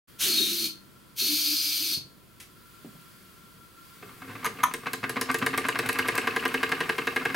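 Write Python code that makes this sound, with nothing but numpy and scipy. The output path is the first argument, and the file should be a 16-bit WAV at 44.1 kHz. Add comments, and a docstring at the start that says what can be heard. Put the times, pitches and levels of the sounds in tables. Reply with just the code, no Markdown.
"""Toy steam engine on a kitchen hob

The whistle is opened twice and gives only the breathy, faintly ringing hiss of a wet jet, while the
boiler burbles. After a few dull bumps the steam is let through: the crank clanks, knocks slowly,
gathers speed and settles near eleven turns a second. Each knock rings the tin base, among steel
clicks, exhaust puffs and leaking steam. The boiler simmers throughout in a small hard room."""
import sys
import numpy as np
from scipy import signal
from scipy.fft import rfft, irfft
from scipy.io import wavfile

SR = 44100
rng = np.random.default_rng(int(sys.argv[2]) if len(sys.argv) > 2 else 0)


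def materialize(psi):
    """Save the field psi as 16-bit PCM at rate SR to the path in sys.argv[1].

    A 1-D psi becomes a single channel; in a 2-D psi each row is a channel.
    """
    bounded = np.clip(np.atleast_2d(psi).T, -1, 1)
    quanta = np.round(bounded * 32767).astype(np.int16)
    wavfile.write(sys.argv[1], SR, quanta)


N = 324135
TIME = np.arange(N) / SR

# modes of the tin base: (frequency [Hz], width [Hz], boost [dB])
TIN_MODES = [(131, 87, 6), (268, 21, 9), (410, 21, 7), (478.3, 24.6, 11.5), (591, 7, -7), (736, 71, 7),
             (1053, 55, 7.5), (1064, 12, 1), (1176.4, 35.6, 15), (1598, 183, 11), (1873, 114, 3),
             (2154, 150, 9), (2600, 60, 6.5), (3860, 86, 4.5)]


def engine():
    """Each turn brings a crank knock, a puff and a rod knock; scraping and leaking steam fill the gaps."""
    # steam let through to the cylinder: (time [s], level [dB])
    throttle = [(3.9, -22), (4.07, -13), (4.19, -26.5), (4.3, -6.5), (4.5, -8.5), (4.7, -13.5),
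                (5.05, -13.5), (5.3, -5), (5.87, -1), (6.5, -0.5), (7.35, -3)]
    # bearing play, taken up as the engine warms:
    # (time [s], rod knock [dB], steel click [dB], rod's lag behind the crank [turns])
    play = [(4.46, -13.5, -35, 0.69), (5.15, -14, -30.5, 0.59), (5.3, -11, -31, 0.65),
            (5.9, -16.5, -31, 0.66), (6.18, -17.5, -31, 0.67), (6.27, -22.5, -41, 0.68),
            (6.72, -22, -36.5, 0.69), (7.0, -38, -40.5, 0.62), (7.35, -15, -42, 0.48)]
    steam_db, = along(throttle)
    rod_db, click_db, rod_lag = along(play)
    opened = np.clip((TIME - throttle[0][0]) / 0.25, 0, 1)
    crank_s, rod_s = strokes(0), strokes(rod_lag)[1:]
    tin = crank_knocks(crank_s, steam_db) + base_thuds(crank_s, steam_db) + exhaust(steam_db)
    tin += rod_knocks(rod_s, rod_db, slide_gain=opened * amp(-40 + 0.89 * steam_db))
    tin += opened * rumble(steam_db, rod_db)
    leak_gain = opened * amp(-47.5 + 1.3 * steam_db)
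    steel = steel_clicks(crank_s, click_db, rattle_gain=amp(-3) * leak_gain) + leak_gain * steam_leak()
    return (kitchen(tin, wet_db=-12, side_db=-13.5, pan_db=0.3)
            + kitchen(steel, wet_db=-5.5, side_db=-8, pan_db=1.6))


def crank_knocks(times, steam_db):
    """The bearing touches lightly, then takes the full load 4 ms later, ringing the base."""
    # tone of the knock: (frequency [Hz], level [dB])
    body = [(90, -40), (130, -11), (400, -13), (560, -14), (750, -4), (1000, -3), (1400, -7.5), (1700, 0),
            (2100, -6), (2900, -2), (3400, -11), (4200, -11), (6000, -20), (15000, -45)]
    levels_db = force(times, -13 + 0.62 * steam_db)
    touch = chatter(times, levels_db - 8, rise=0.00193, decay=0.0066, alike=0.65)
    load = chatter(times + 0.004, levels_db - 5.5, rise=0.00174, decay=0.0078, alike=0.49)
    return colour(touch + load, body, TIN_MODES)


def base_thuds(times, steam_db):
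    """Each knock pushes the base down, and it springs back."""
    # tone of the thud: (frequency [Hz], level [dB])
    thump = [(50, -35), (90, -20), (130, -8.5), (170, -8), (200, -11), (240, -2), (275, -6.5), (310, -4),
             (400, 8.5), (455, 2), (520, -15.5), (600, -4.5), (1000, -32.5), (3000, -66)]
    push_s, rebound_s = 0.00442, 0.00979
    pulses = np.zeros(N)
    for s, db in zip(times, force(times, -3.5 + 0.61 * steam_db)):
        add(pulses, s + push_s, amp([db]))
        add(pulses, s + push_s + rebound_s, -amp([db + 1]))
    return colour(pulses, thump, TIN_MODES)


def rod_knocks(times, rod_db, slide_gain):
    """The rod drags briefly before each knock, and the slides scrape unevenly."""
    # tone of the cylinder: (frequency [Hz], level [dB])
    cylinder = [(60, -30), (125, -4), (200, -5), (260, 4.5), (320, -4), (450, -5), (600, -6.5), (1000, -3),
                (1400, -3), (1800, -4.5), (2700, -2.5), (3400, -10.5), (4400, -13), (6000, -22),
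                (15000, -32)]
    # the rod nudges while the flywheel still hesitates: (time [s], level [dB])
    nudges = [(4.0225, -32.5), (4.0904, -39), (4.216, -28.5), (4.3066, -34.5), (4.3492, -29),
              (4.4283, -29.5), (4.585, -28.5), (4.6016, -29.5), (4.708, -29)]
    rod = chatter(times, force(times, rod_db - 9), rise=0.0037, decay=0.011, alike=0.07)
    rod += amp(-6) * chatter(*np.transpose(nudges), rise=0.0038, decay=0.0096, alike=0.1)
    drag = chatter(times - 0.009, force(times, rod_db - 15), rise=0.0054, decay=0.008, alike=0)
    scrape = slide_gain * noise() * amp(3.5 * drift(47.5))
    return colour(rod + drag + scrape, cylinder, TIN_MODES)


def steel_clicks(times, click_db, rattle_gain):
    """Steel snaps and rattles out at each crank knock; lever and linkage tick in between."""
    # light ticks of lever and linkage: (time [s], level [dB])
    ticks = [(4.4427, -31), (5.314, -24.5), (5.3856, -20.5), (5.665, -29), (5.8616, -22), (5.9286, -21.5),
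             (6.0773, -22), (6.153, -19), (6.4785, -22.5), (6.692, -27)]
    # bright tone of the steel: (frequency [Hz], level [dB])
    steel = [(1200, -42), (3000, -2), (4600, 4.5), (5800, -2.5), (7200, -0.5), (8600, 4.5), (10000, 0),
             (12000, 6.5), (13500, -9), (15800, -4)]
    levels_db = force(times, click_db + 4)
    clicks = chatter(times, levels_db, rise=0.0012, decay=0.00045, alike=0.3)
    clicks += chatter(times, levels_db, rise=0.0019, decay=0.0033, alike=0)
    clicks += amp(-9) * chatter(*np.transpose(ticks), rise=0.00073, decay=0.0031, alike=0.3)
    clicks *= amp(4.1 * drift(1100))  # separate tiny impacts within each click
    return colour(clicks + rattle_gain * rattle(), steel)


def rattle(per_second=45, decay_s=0.0012):
    """Loose linkage makes tiny random contacts of uneven size."""
    t = np.arange(SR // 50) / SR
    hits = rng.random(N) < per_second / SR
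    sizes = amp(4 * np.minimum(rng.exponential(1, N), 3))
    return noise() * signal.oaconvolve(hits * sizes, np.exp(-t / decay_s))[:N]


def exhaust(steam_db):
    """The exhaust opens about a third of a turn after the crank knock and lets out a puff."""
    # tone of the puff: (frequency [Hz], level [dB])
    port = [(600, -34), (1400, -10), (2200, 6), (2750, 11.5), (3400, -6), (4300, -5), (6000, -21.5),
            (15000, -21)]
    times = strokes(0.31)
    puffs = chatter(times, force(times, -31 + 1.5 * steam_db), rise=0.011, decay=0.004, alike=0.22)
    return colour(puffs, port)


def steam_leak():
    """Escaping steam gives a high hiss."""
    # tone of the leak: (frequency [Hz], level [dB])
    leak = [(2500, 11), (4500, 9), (7000, 0), (9500, 3.5), (11500, -15), (12400, 9), (13300, -14),
            (15800, 2)]
    return colour(noise(), leak)


def rumble(steam_db, rod_db):
    """A low rumble that grows with the steam and with the play in the rod."""
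    # (frequency [Hz], level [dB])
    lows = [(25, -20), (55, -17), (80, -33), (110, 1), (170, -6.5), (250, -7), (450, -13.5),
            (700, -28), (2000, -42)]
    return amp(-45 + 0.53 * steam_db + 0.63 * (rod_db - rod_db.max())) * colour(noise(), lows)


def clank():
    """As the crank first kicks over, two double blows set flywheel and frame ringing."""
    # hard blows: (time [s], level [dB])
    blows = [(4.445, -22), (4.453, -21.5), (4.632, -20), (4.636, -12)]
    # modes of flywheel and frame: (frequency [Hz], level [dB], t60 [s])
    modes = [(1070, 2, 0.14), (1310, -20, 0.12), (1900, -20, 0.2), (2300, -19, 0.09), (2850, -24, 0.09),
             (3970, -7, 0.035), (6400, -18, 0.05), (6500, -20, 0.22), (9800, -25, 0.05), (11930, -24, 0.05)]
    # crack of the impact: (frequency [Hz], level [dB])
    crack = [(500, -14), (800, -7.5), (1080, 14), (1400, 4), (2700, -4), (3900, -11.5), (5200, -23),
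             (6500, -4), (7500, -27), (10000, -11.5), (13000, -6.5), (14800, -32)]
    t = np.arange(SR // 3) / SR
    ring = sum(amp(db - 60 * t / t60) * np.sin(2 * np.pi * hz * t) for hz, db, t60 in modes)
    out = amp(1) * colour(chatter(*np.transpose(blows), rise=0.0011, decay=0.0051, alike=0.23), crack)
    for s, db in blows:
        add(out, s, amp(db - 14) * ring)
    return kitchen(out, wet_db=-9.5, side_db=-14.5, pan_db=1.5)


def whistle():
    """A wet steam jet hisses without a clear note; condensed water spatters the first blast."""
    # lever held open: (start [s], length [s], attack [s], jet [dB], spatter [dB])
    blasts = [(0.182, 0.48, 0.031, -30, -25.5), (1.151, 0.79, 0.041, -28, -55)]
    # wandering edge tone, one curve per blast: (time [s], centre [Hz], drive relative to the jet [dB])
    edge_curves = [
        [(0.2, 3570, -4), (0.235, 3900, -2), (0.28, 4600, 5.5), (0.385, 4020, 8.5), (0.445, 3700, 6),
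         (0.53, 4240, 2), (0.6, 4370, 3.5), (0.66, 4360, 6), (0.75, 4210, 5)],
        [(1.17, 4260, -27), (1.2, 4330, 6.5), (1.25, 4430, 2), (1.45, 4600, 5.5), (1.62, 4780, 6),
         (1.8, 4570, 4), (1.91, 4720, 6), (1.95, 4470, 8), (2.05, 4340, 6)],
    ]
    # steady narrow ringing tones in the hiss, near 3.8-5 kHz: (frequency [Hz], width [Hz], level [dB])
    ring_tones = [(3772, 34, 1), (3810, 23, -1.5), (4195, 30, 1.5), (4300, 43, -4.5), (4350, 21, 0),
                  (4340, 8.2, -6), (4960, 16, -12), (4757, 18, -6), (4900, 20, -4), (4800, 14, -9)]
    # hiss of the jet: (frequency [Hz], level [dB])
    jet = [(350, -79), (600, -31), (943, -32), (1540, -15.5), (2030, -23.5), (2420, -7), (3510, -4.5),
           (4310, -3.5), (5290, -7), (6230, -5.5), (7650, -13.5), (8770, -14.5), (11700, -10.5),
           (13000, -5), (15800, -11)]
    # fine resonances of the jet: (frequency [Hz], width [Hz], boost [dB])
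    nozzle = [(1280, 65, 1), (2160, 270, 4), (5750, 93, 2), (6050, 110, 6.5), (8750, 240, 8.5),
              (9950, 630, 6.5), (13000, 600, 5)]
    # spray of condensed water: (frequency [Hz], level [dB])
    water = [(400, -11), (750, -6), (950, -11), (1500, 2.5), (2000, 0), (3200, 12), (5000, 4), (6400, 9),
             (7300, 4), (11000, 7), (15800, -1)]
    sag_db_per_s, shut_db_per_s, dry_db_per_s = 4.5, 319, 39  # pressure sinks, valve shuts, jet dries
    hiss = np.zeros(N)
    for (start, length, attack, jet_db, spatter_db), curve in zip(blasts, edge_curves):
        t = np.maximum(TIME - start, 0)
        flow = np.minimum(t / attack, 1) ** 2
        flow *= amp(-sag_db_per_s * t - shut_db_per_s * np.maximum(t - length, 0))
        hz, drive_db = along(curve)
        centre = hz * (1 + 0.0074 * drift(47))
        edge = flow * amp(jet_db + drive_db) * unit(resonate(resonate(noise(), centre, 520), centre, 2500))
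        ring = sum(amp(db) * resonate(edge, f, width) for f, width, db in ring_tones)
        breath = flow * amp(jet_db) * hob_echoes(colour(noise(), jet, nozzle))
        spatter = flow * amp(spatter_db - dry_db_per_s * t + 1.5 * drift(54)) * colour(noise(), water)
        flutter = amp(0.68 * drift(150) + 0.21 * drift(42))
        hiss += flutter * (breath + amp(-11) * edge) + ring + spatter
    return kitchen(hiss + steam_spit(), wet_db=-8, side_db=-7.5, pan_db=1)


def steam_spit():
    """A separate soft spit of steam, about half a second after the second blast."""
    # the spit: (time [s], level [dB])
    spits = [(2.399, -43)]
    # (frequency [Hz], level [dB])
    tone = [(800, -12), (2200, 3.5), (4500, -2), (7000, -2), (12000, -1.5), (15800, -15)]
    return colour(chatter(*np.transpose(spits), rise=0.0023, decay=0.028, alike=0), tone)


def burble():
    """The boiler gulps as its pressure drops: swells of wavering bubbles over churning water."""
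    # gulps: (start [s], length [s], level [dB], pitch [Hz], waver span [Hz])
    gulps = [(0.22, 0.22, -34, 345, 52), (0.326, 0.21, -37.5, 355, 58), (0.463, 0.12, -34.5, 345, 51),
             (0.569, 0.14, -34.5, 332, 38), (1.206, 0.094, -39, 320, 75), (1.277, 0.1, -29, 301, 11),
             (1.453, 0.13, -33.5, 300, 14), (1.606, 0.16, -44, 300, 10), (1.774, 0.12, -39.5, 297, 34.6),
             (1.878, 0.097, -42.5, 294, 50)]
    # (frequency [Hz], level [dB])
    water = [(60, -56), (140, -5.5), (185, 0), (235, 5.5), (290, -2.5), (380, 1.5), (470, -23), (900, -61)]
    waver, flutter = drift(48), amp(2 * drift(29))
    churn = colour(noise(), water)
    out = np.zeros(N)
    for start, length, db, hz, span_hz in gulps:
        swell = np.sin(np.pi * np.clip((TIME - start) / length, 0, 1))
        bubbles = flutter * np.sin(2 * np.pi * np.cumsum(hz + span_hz / 2 * waver) / SR)
        out += amp(db) * swell * (amp(-3.5) * bubbles + amp(-10.5) * span_hz / 50 * churn)
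    return kitchen(out, wet_db=-15.5, side_db=-7, pan_db=1)


def bumps():
    """Dull blows, each with a broad low resonance."""
    # soft bumps: (time [s], level [dB], pitch [Hz])
    blows = [(1.97, -41.5, 129), (2.05, -52, 119), (2.844, -36.5, 231), (2.948, -46.5, 177),
             (4.026, -43, 426), (4.276, -41, 223), (4.469, -51, 160)]
    s, db, hz = np.transpose(blows)
    pitch = np.interp(TIME, s, hz)
    contacts = chatter(s, db, rise=0.002, decay=0.028, alike=0)
    boom = resonate(resonate(contacts, pitch, 100), pitch, 350)
    boom = amp(19) * signal.lfilter(*signal.butter(2, 90, "high", fs=SR), boom)
    return kitchen(boom, wet_db=-18, side_db=-9, pan_db=-0.5)


def simmer():
    """The hot boiler fizzes and sings thinly near 1370 Hz."""
    # course of the simmer: (time [s], fizz [dB], singing [dB])
    levels = [(0, -56, -70), (1, -59, -66), (2.3, -60, -71.5), (2.75, -55.5, -62), (3.05, -54.5, -65.5),
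              (3.7, -57.5, -62), (3.9, -53.5, -62), (7.35, -50, -62)]
    # tone of the fizz: (frequency [Hz], level [dB])
    tone = [(700, -41.5), (1020, 8), (1200, 8), (1500, 9), (1800, 5.5), (2200, 5), (4400, 1.5),
            (6500, -1.5), (11000, 2), (14500, 0.5), (15600, 3)]
    # (frequency [Hz], width [Hz], boost [dB])
    peaks = [(3310, 190, 3.8), (4420, 110, 5), (4860, 67, 6.7)]
    fizz_gain, singing_gain = amp(along(levels))
    fizz = fizz_gain * colour(noise(), tone, peaks)
    singing = singing_gain * unit(resonate(resonate(noise(), 1358, 37), 1368, 100))
    return kitchen(fizz + singing, wet_db=-14.5, side_db=-5.5, pan_db=0.3)


def room_air():
    """Faint low room tone, partly shared by both ears."""
    # tone of the air: (frequency [Hz], level [dB])
    tone = [(15, -22), (25, -12), (124, -0.5), (189, 0), (253, -5), (339, -5.5), (857, -21.5), (1000, -12),
            (1300, -30), (2200, -120)]
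    left, right, shared = (colour(noise(), tone) for _ in range(3))
    return amp(-56.5) * unit(shared + 1.34 * np.array([left, right]))


def hob_echoes(x):
    """Glass top and wall mirror the jet."""
    # reflections: (delay [s], level [dB])
    echoes = [(0.0009, -15), (0.0023, -17)]
    out = x.copy()
    for s, db in echoes:
        add(out, s, amp(db) * x)
    return out


def kitchen(x, wet_db, side_db, pan_db):
    """Direct sound plus a short tail; side-wall sound differs between the ears, least in the bass."""
    # decay of the room: (frequency [Hz], t60 [s])
    decay = [(150, 0.83), (1000, 0.21), (4000, 0.27), (9000, 0.23), (15000, 0.039)]
    # (frequency [Hz], level [dB])
    wall_tone = [(150, -17), (1000, 1), (2500, 0.5), (5000, -2), (9000, -7.5), (13000, 5.5)]
    t = np.arange(SR // 2) / SR
    taps = rng.standard_normal((2, len(t))) * np.clip((t - 0.003) / 0.00043, 0, 1)
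    hz, age, bands = signal.stft(taps, SR, nperseg=256)
    bands *= amp(-60 * age / read(decay, hz)[:, None])
    bands[1] *= amp(read(wall_tone, hz))[:, None]
    tail, walls = signal.istft(bands, SR, nperseg=256)[1]
    size = np.linalg.norm(tail)
    mid = x + amp(wet_db) * signal.oaconvolve(x, tail / size)[:N]
    side = amp(side_db) * signal.oaconvolve(x, walls / size)[:N]
    balance = amp([[pan_db / 2], [-pan_db / 2]])
    return np.array([mid + side, mid - side]) * balance / np.hypot(1, amp(wet_db))


def strokes(lag):
    """The moments at which the flywheel is lag turns past the crank knock."""
    # the flywheel lurches once as it gets going: (time [s], speed [turns/s])
    speed = [(4.46, 2.584), (4.75, 4.728), (5.03, 6.05), (5.16, 9.12), (5.27, 7.238), (5.4, 8.403),
             (5.85, 9.992), (6.3, 10.96), (6.72, 11.507), (7.35, 10.805)]
    turns = np.cumsum(along(speed)[0] * (TIME >= speed[0][0])) / SR - lag
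    return TIME[np.searchsorted(turns, np.arange(turns[-1]), side="right").clip(0, N - 1)]


def force(times, curve_db, spread_db=0.5):
    """Each stroke's level in dB: no two are equally strong."""
    return np.interp(times, TIME, curve_db) + spread_db * rng.standard_normal(len(times))


def chatter(times, levels_db, rise, decay, alike):
    """Bursts of contacts that rise and decay [s]; alike (0-1) is the share that repeats in each."""
    t, out = np.arange(SR // 10) / SR, np.zeros(N)
    shape = np.minimum(t / rise, 1) ** 1.55 * np.exp(-np.maximum(t - rise, 0) / decay)
    same = rng.standard_normal(len(t))
    for _ in range(4):  # the contacts favour no pitch
        flat = irfft(np.exp(1j * np.angle(rfft(same * shape))), len(t))
        same = unit(flat * shape / (shape ** 2 + 0.01))
    same *= np.linalg.norm(shape) / np.linalg.norm(same * shape)
    for s, db in zip(times, levels_db):
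        contacts = np.sqrt(alike) * same + np.sqrt(1 - alike) * rng.standard_normal(len(t))
        add(out, s, amp(db) * shape * contacts)
    return out


def colour(x, spectrum, modes=()):
    """Minimum-phase filter of unit energy: a smooth spectrum with ringing peaks."""
    hz = np.fft.rfftfreq(8192, 1 / SR)
    gain = amp(read(spectrum, hz))
    for f, width, db in modes:
        gain *= np.sqrt(1 + (amp(db) ** 2 - 1) / (1 + (2 * (hz - f) / width) ** 2))
    cepstrum = irfft(np.log(gain))[:len(hz) - 1]
    cepstrum[1:] *= 2
    taps = irfft(np.exp(rfft(cepstrum, 2 * len(cepstrum))))[:len(cepstrum)]
    return signal.oaconvolve(x, taps / np.linalg.norm(taps))[:N]


def resonate(x, hz, width):
    """A resonance, width Hz wide, whose pitch can follow a curve."""
    carrier = np.exp(2j * np.pi * np.cumsum(hz * np.ones(N)) / SR)
    pole = np.exp(-np.pi * width / SR)
    return 2 * (carrier * signal.lfilter([1 - pole], [1, -pole], x / carrier + 1e-18)).real


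def drift(hz):
    """Random wander of rms 1, up to hz."""
    return unit(irfft(rfft(noise()) / (1 + (np.fft.rfftfreq(N, 1 / SR) / hz) ** 4), N))


def noise():
    """White noise."""
    return rng.standard_normal(N)


def along(points):
    """The columns of a curve over time, joined by straight lines."""
    s, *columns = np.transpose(points)
    return [np.interp(TIME, s, column) for column in columns]


def read(points, hz):
    """Joins points on a log-frequency axis."""
    f, value = np.transpose(points)
    return np.interp(np.log(hz + 1), np.log(f + 1), value)


def add(mix, s, sound):
    """Mixes a sound in at s seconds."""
    part = mix[max(round(s * SR), 0):][:len(sound)]
    part += sound[:len(part)]


def amp(db):
    """Decibels to gain."""
    return 10 ** (np.asarray(db) / 20)


def unit(x):
    """Scales to rms 1."""
    return x / np.sqrt(np.mean(x ** 2) + 1e-20)


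def scene():
    """All sources together, in stereo."""
    return engine() + clank() + whistle() + burble() + bumps() + simmer() + room_air()


def record(dry):
    """A moment of silence, a quick fade-in, and the highest treble cut away."""
    start_s, fade_s, cutoff_hz = 0.073, 0.015, 15900
    fade_in = np.clip((TIME - start_s) / fade_s, 0, 1)
    lowpass = signal.firwin(511, cutoff_hz, window=("kaiser", 9), fs=SR)
    return signal.oaconvolve(dry * fade_in, lowpass[None], "same")


dry = scene()
out = record(dry)
materialize(out)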